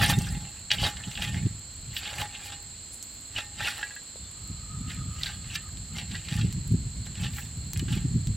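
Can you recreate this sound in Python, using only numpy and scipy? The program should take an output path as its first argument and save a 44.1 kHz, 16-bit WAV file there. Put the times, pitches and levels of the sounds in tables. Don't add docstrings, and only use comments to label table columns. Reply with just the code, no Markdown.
import sys
import numpy as np
from scipy import signal
from scipy.fft import rfft, irfft, next_fast_len
from scipy.io import wavfile
from scipy.ndimage import map_coordinates

SR = 44100
rng = np.random.default_rng(int(sys.argv[2]) if len(sys.argv) > 2 else 0)


def to_wav(s):
    ch = np.atleast_2d(s).T
    pcm = np.round(np.clip(ch, -1, 1) * 32767)
    wavfile.write(sys.argv[1], SR, pcm.astype(np.int16))


N = 368674
TOP_HZ = 15950


def amp(db):
    return 10 ** (np.asarray(db) / 20)


def unit(x):
    return x / np.sqrt(np.mean(np.abs(x) ** 2, axis=-1, keepdims=True) + 1e-20)


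def colour(points, hz):
    point_hz, db = np.transpose(points)
    return amp(np.interp(np.log(hz + 1), np.log(point_hz), db, left=-120, right=-120))


def hump(hz, centre_hz, octaves):
    return 1 / (1 + (np.log2((hz + 1) / centre_hz) / octaves) ** 2)


def wobble(rate, n):
    return map_coordinates(rng.standard_normal(int(n * rate / SR) + 4), [np.arange(n) * rate / SR])


def filtered(x, response):
    size = next_fast_len(x.shape[-1] + SR // 3)
    return irfft(rfft(x, size) * unit(response(np.fft.rfftfreq(size, 1 / SR))), size)


def add(track, s, x):
    start = round(s * SR)
    x = x[..., max(-start, 0):]
    part = track[..., max(start, 0):][..., :x.shape[-1]]
    part += x[..., :part.shape[-1]]


def spread(mid, side, side_db, pan_db):
    side = amp(side_db) * side
    return np.array([(mid + side) * amp(pan_db / 2), (mid - side) * amp(-pan_db / 2)])


def rush(spectrum, side_db, pan_db):
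    mid, side = filtered(rng.standard_normal((2, N)), lambda hz: colour(spectrum, hz))[:, :N]
    return spread(mid, side, side_db, pan_db)


def swell(t, rise_s, fall_s, drop_db=26.5, roundness=1.22):
    return amp(-drop_db * np.maximum(-t / rise_s, t / fall_s) ** roundness)


def swells(rows):
    t = np.arange(0, N, 32) / SR
    s, db, rise_s, fall_s = np.transpose(rows)[..., None]
    joined = np.linalg.norm(amp(db) * swell(t - s, rise_s, fall_s), axis=0)
    return np.interp(np.arange(N) / SR, t, joined)


def grains(n, rate, scatter_db):
    sizes = amp(scatter_db * np.clip(rng.standard_normal(n), -2, 2)) * rng.choice([-1, 1], n)
    return unit(sizes * (rng.random(n) < rate / SR))


def patchy(x, depth_db, clump_s=0.012, clump_hz=700):
    spectra = signal.stft(x, nperseg=256)[2]
    step = np.array([SR / 256 / clump_hz, 128 / SR / clump_s])
    grid = np.indices(spectra.shape) * step[:, None, None]
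    patches = map_coordinates(rng.standard_normal(grid[:, -1, -1].astype(int) + 2), grid, order=1)
    gain = amp(depth_db * np.clip(patches, -1.5, 1.5))
    return signal.istft(spectra * gain / np.sqrt(np.mean(gain ** 2)), nperseg=256)[1][:len(x)]


def chips(n, rate, pitch_hz, pitch_spread, cycles):
    count = int(rate * n / SR) + 1
    pitch, size, life = rng.standard_normal((count, 3)).T[..., None]
    start = (n * rng.random((count, 1))).astype(int)
    hz = np.minimum(pitch_hz * np.exp(pitch_spread * pitch), TOP_HZ)
    age = np.arange(SR // 50)
    turns = hz * age / SR
    fade = np.exp(-turns / (cycles * np.exp(0.079 * life)))
    rings = amp(3.9 * np.clip(size, -2, 2)) * np.sin(2 * np.pi * turns) * fade
    return unit(np.bincount((start + age).ravel(), rings.ravel(), minlength=n)[:n])


def ring(hz, db, t60):
    t = np.arange(SR // 3) / SR
    return amp(db - 60 * t / t60) * np.sin(2 * np.pi * hz * t)


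# time in seconds, strength in dB.
BREEZE = [(0, -26), (.6, -46.5), (1.7, -63), (2.6, -49), (3.1, -62), (3.5, -51), (4.05, -70), (4.7, -40.5),
          (5.8, -40.5), (7, -35.5), (7.5, -43.5), (8.36, -36.5)]
# peak time in seconds, strength in dB, rise and fall in seconds.
GUSTS = [(.13, -28.5, 0.29, 0.55), (.8, -27, 0.1, 0.24), (1.35, -28, 0.4, 0.35), (1.88, -43.5, 0.35, 0.61),
         (2.21, -37.5, 0.16, 0.082), (3.37, -36.5, 0.043, 0.037), (3.62, -42, 0.14, 0.22),
         (4.24, -43.5, 0.13, 0.17), (4.52, -37.5, 0.22, 0.33), (4.9, -33, 0.37, 0.69),
         (5.43, -38, 0.18, 0.14), (6.02, -36, 0.2, 0.49), (6.45, -27.5, 0.2, 0.46), (6.73, -23, 0.055, 0.2),
         (7.28, -32, 0.47, 0.23), (8, -28, 1, 1)]
# frequency in Hz, relative level in dB.
RUMBLE_TONE = [(15, -43), (25, -16), (50, 3), (100, 5), (190, -13), (250, -25), (450, -41)]
# frequency in Hz, relative level in dB.
EDDY_TONE = [(50, -20), (110, 6), (185, 2.5), (260, -10.5), (400, -24), (700, -57)]
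def wind(rumble_db=-43, rumble_growth=0.73, eddy_db=-49, eddy_growth=1.29, flutter_db=2.5):
    breeze_db = np.interp(np.arange(N) / SR, *np.transpose(BREEZE)) - 1
    strength_db = 20 * np.log10(np.hypot(amp(breeze_db), swells(GUSTS)))
    excess_db = strength_db + flutter_db * wobble(25, N) + 42
    rumble = amp(rumble_db + rumble_growth * excess_db) * rush(RUMBLE_TONE, side_db=-22, pan_db=0)
    eddies = amp(eddy_db + eddy_growth * excess_db) * rush(EDDY_TONE, side_db=-17.5, pan_db=-1)
    return rumble + eddies


# frequency in Hz, relative level in dB.
AIR_TONE = [(20, 8.5), (60, 19.5), (120, 11), (220, 12.5), (400, 3.5), (1000, 0), (2000, 1), (3400, 2.5),
            (5300, -3), (6300, -7.5), (9000, -15.5), (15500, -11.5)]
# frequency in Hz, level of the side against the mid in dB.
AIR_WIDTH = [(20, -34), (300, -8), (1500, -7.5), (3000, -7.5), (6000, 2.5), (16000, 2)]
def air(air_db=-52.5):
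    mid, side = filtered(rng.standard_normal((2, N)), lambda hz: colour(AIR_TONE, hz))
    width = colour(AIR_WIDTH, np.fft.rfftfreq(len(side), 1 / SR))
    side = irfft(rfft(side) * width, len(side))
    return amp(air_db) * np.array([mid + side, mid - side])[:, :N]


def trill(strokes_per_s, depth):
    turns = np.cumsum(strokes_per_s * (1 + 0.069 * wobble(4.5, N))) / SR
    return unit(1 + depth * np.sin(2 * np.pi * turns))


# frequency in Hz, relative level in dB.
CRICKET_TONE = [(3500, -37), (3950, -6.5), (4150, 4.5), (4350, 3), (4600, -8), (5200, -15.5)]
KATYDID_TONE = [(6000, -24.5), (6750, -10.5), (7150, 0), (7450, 4), (8050, 0.5), (8300, -8.5),
                (8600, -21.5), (9500, -30)]
def insects(cricket_db=-53, katydid_db=-46):
    drift = amp(0.7 * wobble(6, N))
    crickets = rush(CRICKET_TONE, side_db=-10, pan_db=-3.5) * trill(strokes_per_s=75, depth=0.11)
    katydids = rush(KATYDID_TONE, side_db=-5, pan_db=-3) * trill(strokes_per_s=51, depth=0.092)
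    return crickets * drift * amp(cricket_db) + katydids * amp(katydid_db)


# pitch in Hz, dB above the crunch, ring time in seconds.
BLADE_MODES = [(720, 3.5, 0.14), (815.4, 10.5, 0.29), (834.5, 15.5, 0.15), (1191, 5.5, 0.14),
               (1342, 4, 0.078), (1445, 6, 0.12), (1573, 6.5, 0.086), (1629, 9, 0.1), (1750, 12.5, 0.095),
               (1822, 15, 0.24), (1926, 10, 0.084), (2113, 10.5, 0.17), (2383, 3, 0.086), (2500, 8, 0.14),
               (2707, 11, 0.17), (2736, 6.5, 0.1), (2884, 4.5, 0.037), (2960, 10, 0.09), (3278, 9.5, 0.1),
               (3580, 5, 0.18), (3805, 2, 0.1), (4570, 7, 0.066)]
# frequency in Hz, relative level in dB.
CRUNCH_TONE = [(150, 11.5), (420, 0), (650, 0), (1000, -4), (1500, -3.5), (2300, -3.5), (3000, -2),
               (4000, 1.5), (5200, -4), (7000, -9), (10000, -10.5), (16000, -21)]
def blade(vary_db=2.5, detune=0.0029):
    modes = []
    for pitch, db, t60 in BLADE_MODES:
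        pitch *= 1 + detune * rng.standard_normal()
        gain = amp(db + vary_db * rng.standard_normal())
        width_hz = np.log(1000) / np.pi / t60
        modes.append((pitch, gain, width_hz))

    def response(hz):
        ringing = sum(gain * 1j * hz * width / (pitch ** 2 - hz ** 2 + 1j * hz * width)
                      for pitch, gain, width in modes)
        return colour(CRUNCH_TONE, hz) * (1 + ringing)
    return response


# time of the hardest push in seconds, strength in dB, rise and fall
# in seconds, dB added for the deep bite, dB added for the fine grit, centre of the tone in Hz.
STROKES = [(.041, -23, 0.19, 0.063, -6.5, -7.5, 2080), (.105, -21.5, 0.065, 0.045, -2.5, -5.5, 2750),
           (.16, -41, 0.19, 0.58, -3, -5.5, 1960), (.736, -29.5, 0.019, 0.058, -11, -7.5, 3200),
           (.843, -25.5, 0.088, 0.099, -7, -16, 3070), (.868, -31, 0.026, 0.055, 1.5, -5.5, 2400),
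           (1.16, -44.5, 0.46, 0.22, -3, -7, 2520), (1.227, -31.5, 0.041, 0.13, -9.5, -13, 2940),
           (1.355, -42.5, 0.16, 0.23, -4.5, -14, 2400), (1.967, -38, 0.068, 0.11, -16, -9, 3040),
           (2.105, -36, 0.24, 0.18, -8, -20, 2600), (2.212, -36, 0.15, 0.09, 2, -6.5, 2700),
           (2.36, -46, 0.21, 0.18, -7, -14, 2900), (2.458, -41.5, .05, 0.063, -15, -5, 3200),
           (2.521, -41, 0.31, 0.084, -8.5, -22, 2700), (3.383, -34.5, 0.075, 0.096, -8, -17, 2330),
           (3.615, -34.5, 0.085, 0.26, -9, -18, 2600), (3.674, -30, 0.071, 0.13, -13.5, -9, 2900),
           (3.8, -43, 0.24, 0.28, -7.5, -13, 2400), (4.905, -41, 0.052, 0.15, -20, -13, 2800),
           (5.266, -37.5, 0.19, 0.15, -13.5, -9.5, 2900), (5.525, -39.5, 0.14, 0.14, -14, -17, 2100),
           (5.555, -26.5, 0.033, 0.019, -31, -13.5, 2280), (5.988, -34.5, 0.071, 0.069, -7, -14, 2980),
           (6.152, -39, 0.12, 0.071, -13, -15, 2580), (6.34, -39, 0.22, 0.29, -14.5, -12, 2590),
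           (7.066, -38.5, 0.024, .019, -16, -15, 3000), (7.245, -38, 0.15, 0.072, -7.5, -13, 3320),
           (7.38, -45.5, 0.14, 0.19, -12, -1, 2000), (7.932, -37, 0.096, 0.16, -11, -12, 2500)]
def scraping(scrape_db=-2, bite_db=-3, grit_db=-1.5, chip_db=-8, clump_db=2.5, split_hz=1150):
    def high_and_low(hz):
        tilt = (hz / split_hz) ** 8
        return np.array([tilt, np.ones(len(hz))]) / (1 + tilt)

    out, t = np.zeros(N), np.arange(-SR // 3, SR // 2) / SR
    for s, db, rise, fall, bite, _, centre_hz in STROKES:
        steel = blade()
        breaks_per_s = 750 * amp(db + 38)
        clumps = amp(clump_db * wobble(130.3, len(t)))
        force = unit(clumps * patchy(grains(len(t), breaks_per_s, scatter_db=2), depth_db=5))
        high = amp(scrape_db) * swell(t, rise, fall)
        low = amp(bite + bite_db) * swell(t / 0.89, rise, fall)
        bands = filtered(force * np.array([high, low]),
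                         lambda hz: steel(hz) * hump(hz, centre_hz, octaves=1.73) * high_and_low(hz))
        add(out, s + t[0], amp(db) * bands.sum(axis=0))
    hiss = swells([(s, db + grit, rise, fall) for s, db, rise, fall, _, grit, _ in STROKES])
    clumps = amp(clump_db * wobble(110, N))
    cinders = unit(clumps * patchy(grains(N, rate=1000, scatter_db=1.5), depth_db=6.5))
    add(out, 0, cinder_hiss(cinders * hiss * amp(grit_db)))
    push = swells([row[:4] for row in STROKES])
    loose_coals = chips(N, rate=120, pitch_hz=2884, pitch_spread=0.24, cycles=30)
    return out + push * amp(chip_db) * loose_coals


# frequency in Hz, relative level in dB.
GRIT_TONE = [(3000, -5), (6000, 1), (9000, 0), (12000, -4.5), (16000, -8)]
def cinder_hiss(impacts):
    return filtered(impacts, lambda hz: colour(GRIT_TONE, hz))


# start in seconds, relative level in dB,
# centre of the tone in Hz, its width in octaves.
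KNOCKS = [(0.0118, -17, 1570, 0.38), (0.0338, -15, 1850, 0.49), (0.0978, -10, 1700, 1.1),
          (.268, -33, 1630, 0.35), (0.7039, -15, 2840, 0.4), (.714, -7.5, 3600, 0.86),
          (0.7352, -20, 3400, 1.4), (.783, -20, 2860, 0.2), (0.801, -27, 3400, .7),
          (.968, -26.5, 3000, 1.4), (1.036, -29.5, 2900, 0.44), (1.112, -30, 3000, .77),
          (1.153, -23.5, 3100, 0.38), (1.173, -23, 2500, 0.53), (1.22, -18, 2750, 0.37),
          (1.247, -22.5, 2580, 0.53), (1.275, -28, 2900, .3), (1.343, -25.5, 2680, 1.4),
          (1.366, -34.5, 2220, 0.15), (1.9643, -18.5, 3170, .45), (2.056, -26.5, 2780, 0.24),
          (2.098, -32, 2900, 0.43), (2.183, -25, 2340, 0.34), (2.215, -21, 3000, 0.88),
          (2.218, -25.5, 895, 0.45), (2.349, -30, 2760, 0.25), (3.361, -23, 2670, 0.099),
          (3.385, -22.5, 2050, 0.82), (3.643, -25, 2740, 0.12), (3.667, -28, 2900, 0.43),
          (5.259, -24, 4040, 0.19), (5.261, -34.5, 1607, 0.038), (5.266, -30, 3200, .6),
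          (5.552, -27, 1780, 0.28), (6.145, -31, 1750, 0.35), (6.285, -26.5, 3500, 1.1),
          (6.412, -24.5, 3280, 0.74), (7.153, -31.5, 2790, 0.69), (7.2342, -26, 3020, 0.64),
          (7.265, -28, 3170, 0.39), (7.3829, -24, 1500, 0.59), (7.759, -29, 2230, 0.47),
          (7.795, -26.5, 2940, 0.89), (7.882, -31.5, 1890, 0.37), (7.925, -27, 3030, .3)]
def knocks(knock_db=-1, crush_t60=0.013, give_s=0.0013):
    out, t = np.zeros(N), np.arange(SR // 10) / SR
    lead = SR // 500
    for s, db, centre_hz, octaves in KNOCKS:
        crumble_t60 = 0.038 / np.sqrt(octaves)
        fade = amp(-60 * t / crush_t60) + amp(-60 * t / crumble_t60)
        force = fade * grains(len(t), rate=9000, scatter_db=2.5) * (1 - np.exp(-t / give_s))
        steel = blade()
        hit = filtered(np.pad(force, (lead, 0)), lambda hz: steel(hz) * hump(hz, centre_hz, octaves))
        add(out, s - lead / SR, hit * amp(db + knock_db) / np.abs(hit).max())
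    return out


# peak time in seconds, relative level in dB.
BUFFETS = [(.022, -17.5), (.097, -19), (.155, -22), (.182, -11), (0.374, -25), (1.081, -25.5),
           (1.464, -14.5), (4.509, -28.5), (4.813, -29), (6.14, -29), (6.324, -20), (6.363, -20.5),
           (6.443, -14), (6.718, -16.5), (6.745, -13.5), (7.83, -18.5), (7.926, -16), (7.97, -19),
           (8.056, -15)]
def buffets(buffet_db=-1, half_length_s=0.009, pitch_ratio=0.98):
    out, t = np.zeros((2, N)), np.arange(-SR // 10, SR // 10) / SR
    for s, db in BUFFETS:
        puff = rng.standard_normal((2, len(t))) * np.exp(-(t / half_length_s) ** 2)
        mid, side = filtered(puff, lambda hz: colour(EDDY_TONE, hz / pitch_ratio))
        thump = spread(mid / np.abs(mid).max(), side / np.abs(side).max(), side_db=-20, pan_db=-0.5)
        add(out, s + t[0], thump * amp(db + buffet_db))
    return out


# start in seconds, relative level in dB, pitch in Hz, ring time in seconds.
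TINKLES = [(0.041, -14.5, 10450, 0.0084), (.062, -19, 9350, 0.023), (.137, -22, 3650, 0.063),
           (.19, -39, 8500, 0.45), (0.289, -30, 4930, 0.028)]
def tinkles(tinkle_db=-2):
    out = np.zeros(N)
    for s, db, hz, t60 in TINKLES:
        add(out, s, ring(hz, db + tinkle_db, t60))
    return out


# start in seconds, relative level in dB.
LIFTS = [(.11, -50), (.885, -59), (1.25, -47), (2.22, -51), (2.47, -53), (3.39, -51.5), (7.95, -57)]
def lifted_blade(ring_db=1.5, ring_stretch=2.77, vary_db=2, rise_s=0.013):
    out, t = np.zeros(N), np.arange(SR * 2 // 3) / SR
    for s, db in LIFTS:
        tone = np.zeros(len(t))
        for hz, mode_db, t60 in BLADE_MODES:
            fade = amp(mode_db + vary_db * rng.standard_normal() - 60 * t / (ring_stretch * t60))
            tone += t60 * fade * np.sin(2 * np.pi * (hz * t + rng.random()))
        tone /= np.std(tone[:SR // 50])
        add(out, s, amp(db + ring_db) * tone * (1 - np.exp(-t / rise_s)))
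    return out


# start in seconds, relative level in dB, pitch in Hz,
# width in octaves.
CRACKS = [(0.188, -19, 6240, 0.36), (.219, -21.5, 6000, 0.71), (1.8135, -39, 12000, .8),
          (2.214, -22, 10000, 1), (2.627, -37, 14500, .3), (3.027, -22, 7200, 0.36), (3.781, -29, 9000, .8),
          (3.9545, -36, 13000, .6), (4.158, -38, 520, 0.4), (4.4768, -33.5, 7000, 2.2),
          (5.2343, -11, 4020, 0.28), (5.773, -30.5, 4000, 0.63), (6.366, -25, 7000, 0.86),
          (6.527, -26, 4960, 0.98), (6.678, -30.5, 10400, 0.54), (6.7235, -34, 10000, .5),
          (7.3925, -34, 12000, .6), (7.7339, -14.5, 5750, 2.1), (7.7747, -21, 7000, 1.1),
          (7.7945, -22, 7000, 0.99), (8.272, -26, 4420, 0.72)]
# peak time in seconds, level in dB, rise and fall
# in seconds, centre of the tone in Hz.
SIZZLES = [(1.965, -43, 0.046, .06, 14000), (2.458, -51, 0.033, 0.05, 11500),
           (2.942, -38, 0.028, 0.03, 8400), (3.05, -61.5, 0.24, 0.51, 12700),
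           (7.38, -48.5, 0.083, 0.098, 13500)]
def embers(crack_db=1, snap_t60=0.00088, tail_t60=0.054, tail_db=-24, tick_db=-72):
    out, t = np.zeros(N), np.arange(SR // 20) / SR
    for s, db, pitch_hz, octaves in CRACKS:
        fade = amp(-60 * t / snap_t60) + amp(tail_db - 60 * t / tail_t60)
        burst = np.pad(rng.choice([-1, 1], len(t)) * fade, (SR // 500, 0))
        snap = filtered(burst, lambda hz: hump(hz, pitch_hz, octaves))[:len(t)]
        add(out, s - 1 / 500, snap * amp(db + crack_db) / np.abs(snap).max())
    fizz = patchy(grains(N, rate=900, scatter_db=-1), depth_db=7)
    for *shape, centre_hz in SIZZLES:
        add(out, 0, filtered(swells([shape]) * fizz, lambda hz: hump(hz, centre_hz, octaves=0.22)))
    return out + amp(tick_db) * chips(N, rate=16, pitch_hz=11300, pitch_spread=0.18, cycles=4)


# start in seconds, relative level in dB.
TAPS = [(3.8289, -13), (3.907, -27), (3.9633, -25)]
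# pitch in Hz, relative level in dB, ring time in seconds.
HOLLOW_MODES = [(847, -20, 0.077), (1657, -2.5, 0.096), (1740, -4.5, 0.046), (1940, -10.5, 0.13),
                (2680, -6.5, 0.032), (3200, -17, 0.06)]
def hollow_taps(tap_db=-8, contact_db=-12, contact_t60=0.024, cushion_s=0.0009):
    out, t = np.zeros(N), np.arange(SR // 3) / SR
    cushion = 1 - np.exp(-t / cushion_s)
    ringing = sum(ring(*mode) for mode in HOLLOW_MODES)
    for s, db in TAPS:
        touch = rng.standard_normal(len(t)) * amp(contact_db - 60 * t / contact_t60)
        contact = filtered(touch, lambda hz: colour(CRUNCH_TONE, hz) * hump(hz, 1600, octaves=1))
        add(out, s, amp(db + tap_db) * cushion * (contact[:len(t)] + ringing))
    return out


# start and length in seconds, starting pitch in Hz, relative level in dB.
BIRD_NOTES = [(4.09, 0.29, 3650, -57), (4.702, 0.47, 3610, -54), (5.282, .19, 3450, -53)]
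def bird(sag_hz_per_s=480, waver_hz=18, flicker_db=4):
    out, t = np.zeros(N), np.arange(SR // 2) / SR
    for s, length, hz, db in BIRD_NOTES:
        pitch = hz - sag_hz_per_s * t + waver_hz * wobble(67, len(t))
        level = amp(db - flicker_db + flicker_db * wobble(35, len(t)))
        fade = np.sin(np.pi * np.minimum(t / length, 1))
        add(out, s, level * fade * np.sin(2 * np.pi * np.cumsum(pitch) / SR))
    return out


# peak time in seconds, level in dB, rise and fall in seconds.
WHISTLE_SWELLS = [(4.72, -55.5, 0.65, 1), (5.09, -50.5, 0.25, 0.6), (5.66, -52.5, .13, .1),
                  (5.93, -54, 0.099, 0.075)]
def far_whistle(pitch_hz=1255, flicker_db=3):
    flicker = unit(amp(flicker_db * wobble(18, N)))
    whistle = filtered(rng.standard_normal(N), lambda hz: hump(hz, pitch_hz, octaves=0.045))[:N]
    return swells(WHISTLE_SWELLS) * flicker * whistle


def stone_echo(x, t60=0.068, treble_hz=8000):
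    t = np.arange(SR // 8) / SR
    scatter = rng.standard_normal(len(t)) * amp(-60 * t / t60)
    tail = filtered(scatter, lambda hz: 0.019 + hz ** 2 / (hz ** 2 + treble_hz ** 2))[:len(t)]
    return signal.fftconvolve(x, tail / np.linalg.norm(tail))[:N]


def scene():
    pit = scraping() + lifted_blade() + knocks() + tinkles() + hollow_taps() + embers()
    stereo_pit = spread(pit, stone_echo(pit), side_db=-15.5, pan_db=-1)
    return stereo_pit + far_whistle() + bird() + insects() + wind() + buffets() + air()


def record(dry):
    size = next_fast_len(N + SR // 4)
    kept = np.fft.rfftfreq(size, 1 / SR) < TOP_HZ
    return irfft(rfft(dry, size) * kept, size)[:, :N]


dry = scene()
out = record(dry)
to_wav(out)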